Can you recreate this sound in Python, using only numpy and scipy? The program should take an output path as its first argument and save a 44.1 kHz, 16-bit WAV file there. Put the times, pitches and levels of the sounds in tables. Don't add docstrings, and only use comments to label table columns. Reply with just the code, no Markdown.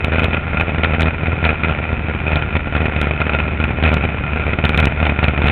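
import sys
import numpy as np
from scipy import signal
from scipy.fft import rfft, irfft
from scipy.io import wavfile
from scipy.ndimage import uniform_filter1d

SR = 44100
rng = np.random.default_rng(int(sys.argv[2]) if len(sys.argv) > 2 else 0)


def master_out(mix):
    frames = np.transpose(np.atleast_2d(mix))
    ceiling = np.clip(frames, -1, 1)
    pcm = np.round(ceiling * 32767).astype(np.int16)
    wavfile.write(sys.argv[1], SR, pcm)


N = 242991


def undb(db):
    return 10 ** (np.asarray(db) / 20)


def unit(x):
    return x / np.sqrt(np.mean(x ** 2))


def response(spectrum, peaks=(), size=4096):
    hz, db = np.transpose(spectrum)
    f = np.maximum(np.fft.rfftfreq(size, 1 / SR), 1)
    gain_db = np.interp(np.log(f), np.log(hz), db)
    for centre, width, height in peaks:
        gain_db = gain_db + height / (1 + (2 * (f - centre) / width) ** 2)
    cepstrum = irfft(np.log(undb(gain_db)))
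    cepstrum[1:size // 2] *= 2
    cepstrum[size // 2 + 1:] = 0
    return irfft(np.exp(rfft(cepstrum)))


def through(x, impulse):
    return signal.fftconvolve(x, impulse)[:N]


def pulses(times, sizes):
    at = np.round(times * SR).astype(int)
    inside = (at >= 0) & (at < N)
    return np.bincount(at[inside], sizes[inside], N)


def fade(decay_s, size=2048):
    return np.exp(-np.arange(size) / SR / decay_s)


# frequency_hz, relative_db
WIND_SPECTRUM = [(12, -5.5), (25, -4), (60, 6.5), (150, 5.5), (400, -9), (1500, -36.5)]


def wind():
    return undb(-25) * unit(through(rng.standard_normal(N), response(WIND_SPECTRUM)))


def clatter(t, ticks_per_s=500, swell_db=3.5):
    ticks = (rng.random(N) < ticks_per_s / SR) * rng.standard_normal(N)
    rush = rng.standard_normal(N)
    return undb(swell_db * engine_pull(t)) * (undb(-32.5) * unit(ticks) + undb(-33.5) * rush)


# start_s, relative_db
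AFTERFIRE_SNAPS = [(0.0462, 1), (0.2437, 4.5), (0.8450, -2), (1.0080, 2.5), (1.0204, -1), (1.0309, -1),
                   (1.4514, 2), (2.3584, 2.5), (3.0152, 5.5), (3.8377, -1.5), (3.9422, 4.5), (4.6526, 5.5),
                   (4.6934, -2), (4.7764, 7.5), (4.8017, 5.5), (4.8555, 8.5), (5.2420, 2.5), (5.4842, 3)]


def afterfire(snap_hz=3800):
    times, level_db = np.transpose(AFTERFIRE_SNAPS)
    t = np.arange(256) / SR
    shock = np.sin(2 * np.pi * snap_hz * t) * fade(decay_s=0.00013, size=256)
    shove = undb(-19) * fade(decay_s=0.00046, size=256)
    return -through(pulses(times, undb(level_db + 11.5)), shock + shove)


def hull_boom(times, thump_db, t, follow=0.34, wander_db=2.5, db_per_hz=-0.7):
    cycles = np.interp(t, times, np.arange(len(times)))
    rate_hz = firing_rate(times)
    resonance_db = db_per_hz * (rate_hz - rate_hz.mean())
    boom_db = -21.5 + follow * thump_db + resonance_db
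    boom_db += wander_db * rng.standard_normal(len(times))
    swing = np.interp(t, times, uniform_filter1d(undb(boom_db), size=4))
    return -swing * np.cos(2 * np.pi * (cycles + 0.03))


# frequency_hz, relative_db
GAS_SPECTRUM = [(100, -14.5), (300, 2.5), (750, 6), (1100, 1), (1700, 1.5), (2200, 3.5), (2850, -6.5),
                (3600, -12), (4200, -17.5), (4800, -23)]
# pitch_hz, width_hz, boost_db
PIPE_MODES = [(1392, 138, 10.5), (2380, 110, 2.5), (2515, 270, 11), (2997, 130, 5), (3556, 47, 6)]


def exhaust_pipes(excitation):
    lowpass = signal.butter(4, 5000, fs=SR, output="sos")
    ring = signal.sosfilt(lowpass, response(GAS_SPECTRUM, PIPE_MODES))
    return through(excitation, ring / np.sqrt(np.sum(ring ** 2)))


def far_bank(times, crack_db, in_run, lag_s=0.0075, join_db=4, scatter_db=2):
    jitter, strength = rng.standard_normal((len(times), 2)).T
    level_db = 1.11 * crack_db - 9 + join_db * in_run + scatter_db * np.minimum(strength, 1)
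    return pulses(times + lag_s + 0.0018 * jitter, undb(level_db))


def exhaust_cracks(times, crack_db, in_run):
    shocks = pulses(times, undb(crack_db)) + far_bank(times, crack_db, in_run)
    puff = fade(decay_s=0.0024) - fade(decay_s=0.00037)
    turbulence = through(shocks, puff) * rng.standard_normal(N)
    steep = through(shocks ** 2, puff) * rng.standard_normal(N)
    rasp = signal.sosfilt(signal.butter(2, 3500, "highpass", fs=SR, output="sos"), steep)
    return undb(3) * turbulence - undb(19.5) * shocks + undb(20.5) * rasp


# frequency_hz, relative_db
THUMP_SPECTRUM = [(20, -6.5), (50, -5), (85, 3.5), (150, 0), (240, -1.5), (320, -7), (450, -7), (700, -8),
                  (1100, -21.5), (2000, -28.5), (4500, -51.5)]


def exhaust_thumps(times, thump_db):
    pulse = signal.sosfilt(signal.butter(2, 2500, fs=SR, output="sos"), response(THUMP_SPECTRUM))
    return -through(pulses(times, undb(thump_db - 2)), pulse / np.abs(pulse).max())


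# time_s, firing_rate_hz
ENGINE_SPEED = [(0, 80), (1, 79.8), (1.7, 78.6), (2.3, 77.2), (2.9, 75.6), (3.6, 75.6), (4.5, 75.2),
                (5.5, 74.6)]


def firing_rate(t):
    time_s, rate_hz = np.transpose(ENGINE_SPEED)
    return np.interp(t, time_s, rate_hz)


def firing_times(bark_s, tail_firings=20):
    rate_hz = firing_rate(bark_s)
    lead_firings = int(bark_s[0] * rate_hz[0]) + 2
    gap_firings = np.maximum(np.round(np.diff(bark_s) * rate_hz[1:]), 1)
    bark_index = lead_firings + np.r_[0, np.cumsum(gap_firings)].astype(int)
    last = bark_index[-1] + tail_firings
    anchor_s = np.r_[bark_s[0] - lead_firings / rate_hz[0], bark_s, bark_s[-1] + tail_firings / rate_hz[-1]]
    return np.interp(np.arange(last + 1), np.r_[0, bark_index, last], anchor_s), bark_index


CYLINDER_BALANCE = [6.5, 3.8, -5, 1.2]
# start_s, length_s, relative_thump_db, relative_crack_db
ENGINE_BARKS = [(0.0443, 0.017, 0, -12), (0.1205, 0.045, -1.5, -15), (0.183, 0.011, 5, -13.5),
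                (0.1944, 0.015, -7.5, -9), (0.22, .039, 0, -13), (0.3328, .026, -3, -13),
                (0.3688, 0.011, -7, -15), (0.4805, 0.01, -7.5, -20.5), (0.5714, .013, -6, -12),
                (0.5983, .026, -4, -10), (0.6937, .013, -4, -15.5), (0.7469, .013, -6, -17),
                (0.783, .013, -0.5, -13), (0.834, 0.023, 0, -9), (0.9083, .013, -3.5, -16.5),
                (0.935, 0.022, -2, -13.5), (0.9955, .039, -3, -14), (1.0574, 0.035, -1, -14.5),
                (1.2584, 0.023, -7.5, -16.5), (1.319, 0.0083, -14, -19), (1.4409, 0.034, -0.5, -11.5),
                (1.4909, .026, -2, -13), (1.6343, .026, -2.5, -12), (1.6839, 0.043, -3, -15.5),
                (1.8408, 0.01, -12.5, -18), (1.9296, 0.016, 1, -17.5), (2.085, .013, -6, -18.5),
                (2.267, .026, -3, -16.5), (2.318, .026, -2.5, -14), (2.357, .026, -1, -15),
                (2.4232, .013, -5.5, -13.5), (2.553, 0.02, 0, -11.5), (2.7514, .026, 1, -12.5),
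                (2.805, 0.023, -2, -15.5), (2.8559, 0.014, 1.5, -10), (2.963, 0.016, -1, -12.5),
                (3.0151, .026, -3, -15), (3.0704, .013, 0, -14.5), (3.11, .013, 0, -14),
                (3.203, 0.02, -2, -11), (3.2672, 0.015, -1, -14), (3.2946, .013, -16.5, -10.5),
                (3.334, 0.023, -3, -12.5), (3.3881, .026, -7, -13.5), (3.4813, 0.019, -7, -18),
                (3.601, 0.012, 0, -12.5), (3.6401, 0.018, 1, -10.5), (3.7072, 0.0096, -2, -16.5),
                (3.826, 0.047, 2, -11), (3.8763, .026, 0, -11), (3.9165, 0.043, 2, -15),
                (3.9674, .013, 2, -11.5), (4.0386, 0.032, 0, -14.5), (4.0892, .013, -5.5, -19),
                (4.1454, 0.011, -7, -22), (4.2382, 0.011, -9.5, -18.5), (4.3334, .013, -6, -15),
                (4.36, 0.032, -6, -18), (4.3973, .013, -5.5, -15.5), (4.4666, .039, -5, -18),
                (4.533, .013, 0, -13), (4.587, 0.014, -2, -15), (4.6394, 0.022, 4, -10),
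                (4.6936, 0.011, -1.5, -14), (4.745, .013, -1.5, -11.5), (4.777, .039, -0.5, -9.5),
                (4.827, 0.023, 5, -10), (4.8698, .013, 5, -9.5), (5.002, 0.011, -5.5, -14),
                (5.0278, .013, 6, -9.5), (5.0529, .026, -5, -10.5), (5.094, .013, 1.5, -8.5),
                (5.1891, .013, 1.5, -11.5), (5.229, .026, 4, -9), (5.2817, 0.015, 7, -8.5),
                (5.3766, 0.012, -3, -12.5), (5.4184, 0.011, 1, -11.5), (5.4422, 0.012, 6.5, -12.5),
                (5.4573, .052, -0.5, -10.5)]


def near_bank(scatter_db=7, misfire_db=-2.5, thump_swell_db=7.5, crack_swell_db=5):
    times, bark_index = firing_times(np.array(ENGINE_BARKS)[:, 0])
    burn, edge, jitter = rng.standard_normal((len(times), 3)).T
    uneven_db = np.resize(CYLINDER_BALANCE, len(times)) + scatter_db * np.minimum(burn, 1)
    pull = engine_pull(times)
    thump_db = -20.5 + thump_swell_db * pull + uneven_db
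    crack_db = -28.5 + crack_swell_db * pull + 0.27 * uneven_db + 5.2 * np.minimum(edge, 1)
    thump_db[bark_index - 1] += misfire_db
    crack_db[bark_index - 1] += misfire_db
    in_run = np.zeros(len(times))
    for first, (start_s, length_s, bark_thump_db, bark_crack_db) in zip(bark_index, ENGINE_BARKS):
        run = first + np.arange(max(round(length_s * firing_rate(start_s)), 1))
        thump_db[run] = bark_thump_db
        crack_db[run] = bark_crack_db
        in_run[run[:-1]] = 1
    jitter[bark_index] = 0
    return times + 0.00025 * jitter, thump_db, crack_db, in_run


def engine_pull(t, swell_s=0.039, full_pull_s=0.028):
    start_s, length_s, _, _ = np.transpose(ENGINE_BARKS)
    middle_s = start_s + (length_s - 1 / firing_rate(start_s)) / 2
    grid_s = np.arange(0, N, 100) / SR
    barking_s = length_s * np.exp(-0.5 * ((grid_s[:, None] - middle_s) / swell_s) ** 2)
    return np.interp(t, grid_s, np.tanh(barking_s.sum(axis=1) / full_pull_s))


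def scene():
    t = np.arange(N) / SR
    times, thump_db, crack_db, in_run = near_bank()
    ringing = exhaust_pipes(exhaust_cracks(times, crack_db, in_run) + clatter(t))
    low_end = exhaust_thumps(times, thump_db) + hull_boom(times, thump_db, t)
    return (low_end + ringing + afterfire() + wind())[None]


def record(dry):
    headroom, leak, ceiling = 0.62, 0.06, 0.72
    band_hz, top_hz = 3927, 15800
    pressure = signal.sosfilt(signal.butter(1, 6, "highpass", fs=SR, output="sos"), dry)
    rounded = pressure / (1 + (pressure / headroom) ** 6) ** (1 / 6)
    squashed = rounded + leak * (pressure - rounded)
    lowpass = signal.firwin(121, band_hz, window=("kaiser", 8), fs=SR)
    narrow = signal.fftconvolve(squashed, lowpass[None], "same")
    clipped = np.clip(narrow, -ceiling, ceiling)
    return signal.sosfilt(signal.ellip(8, 0.2, 70, top_hz, fs=SR, output="sos"), clipped)


dry = scene()
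out = record(dry)
master_out(out)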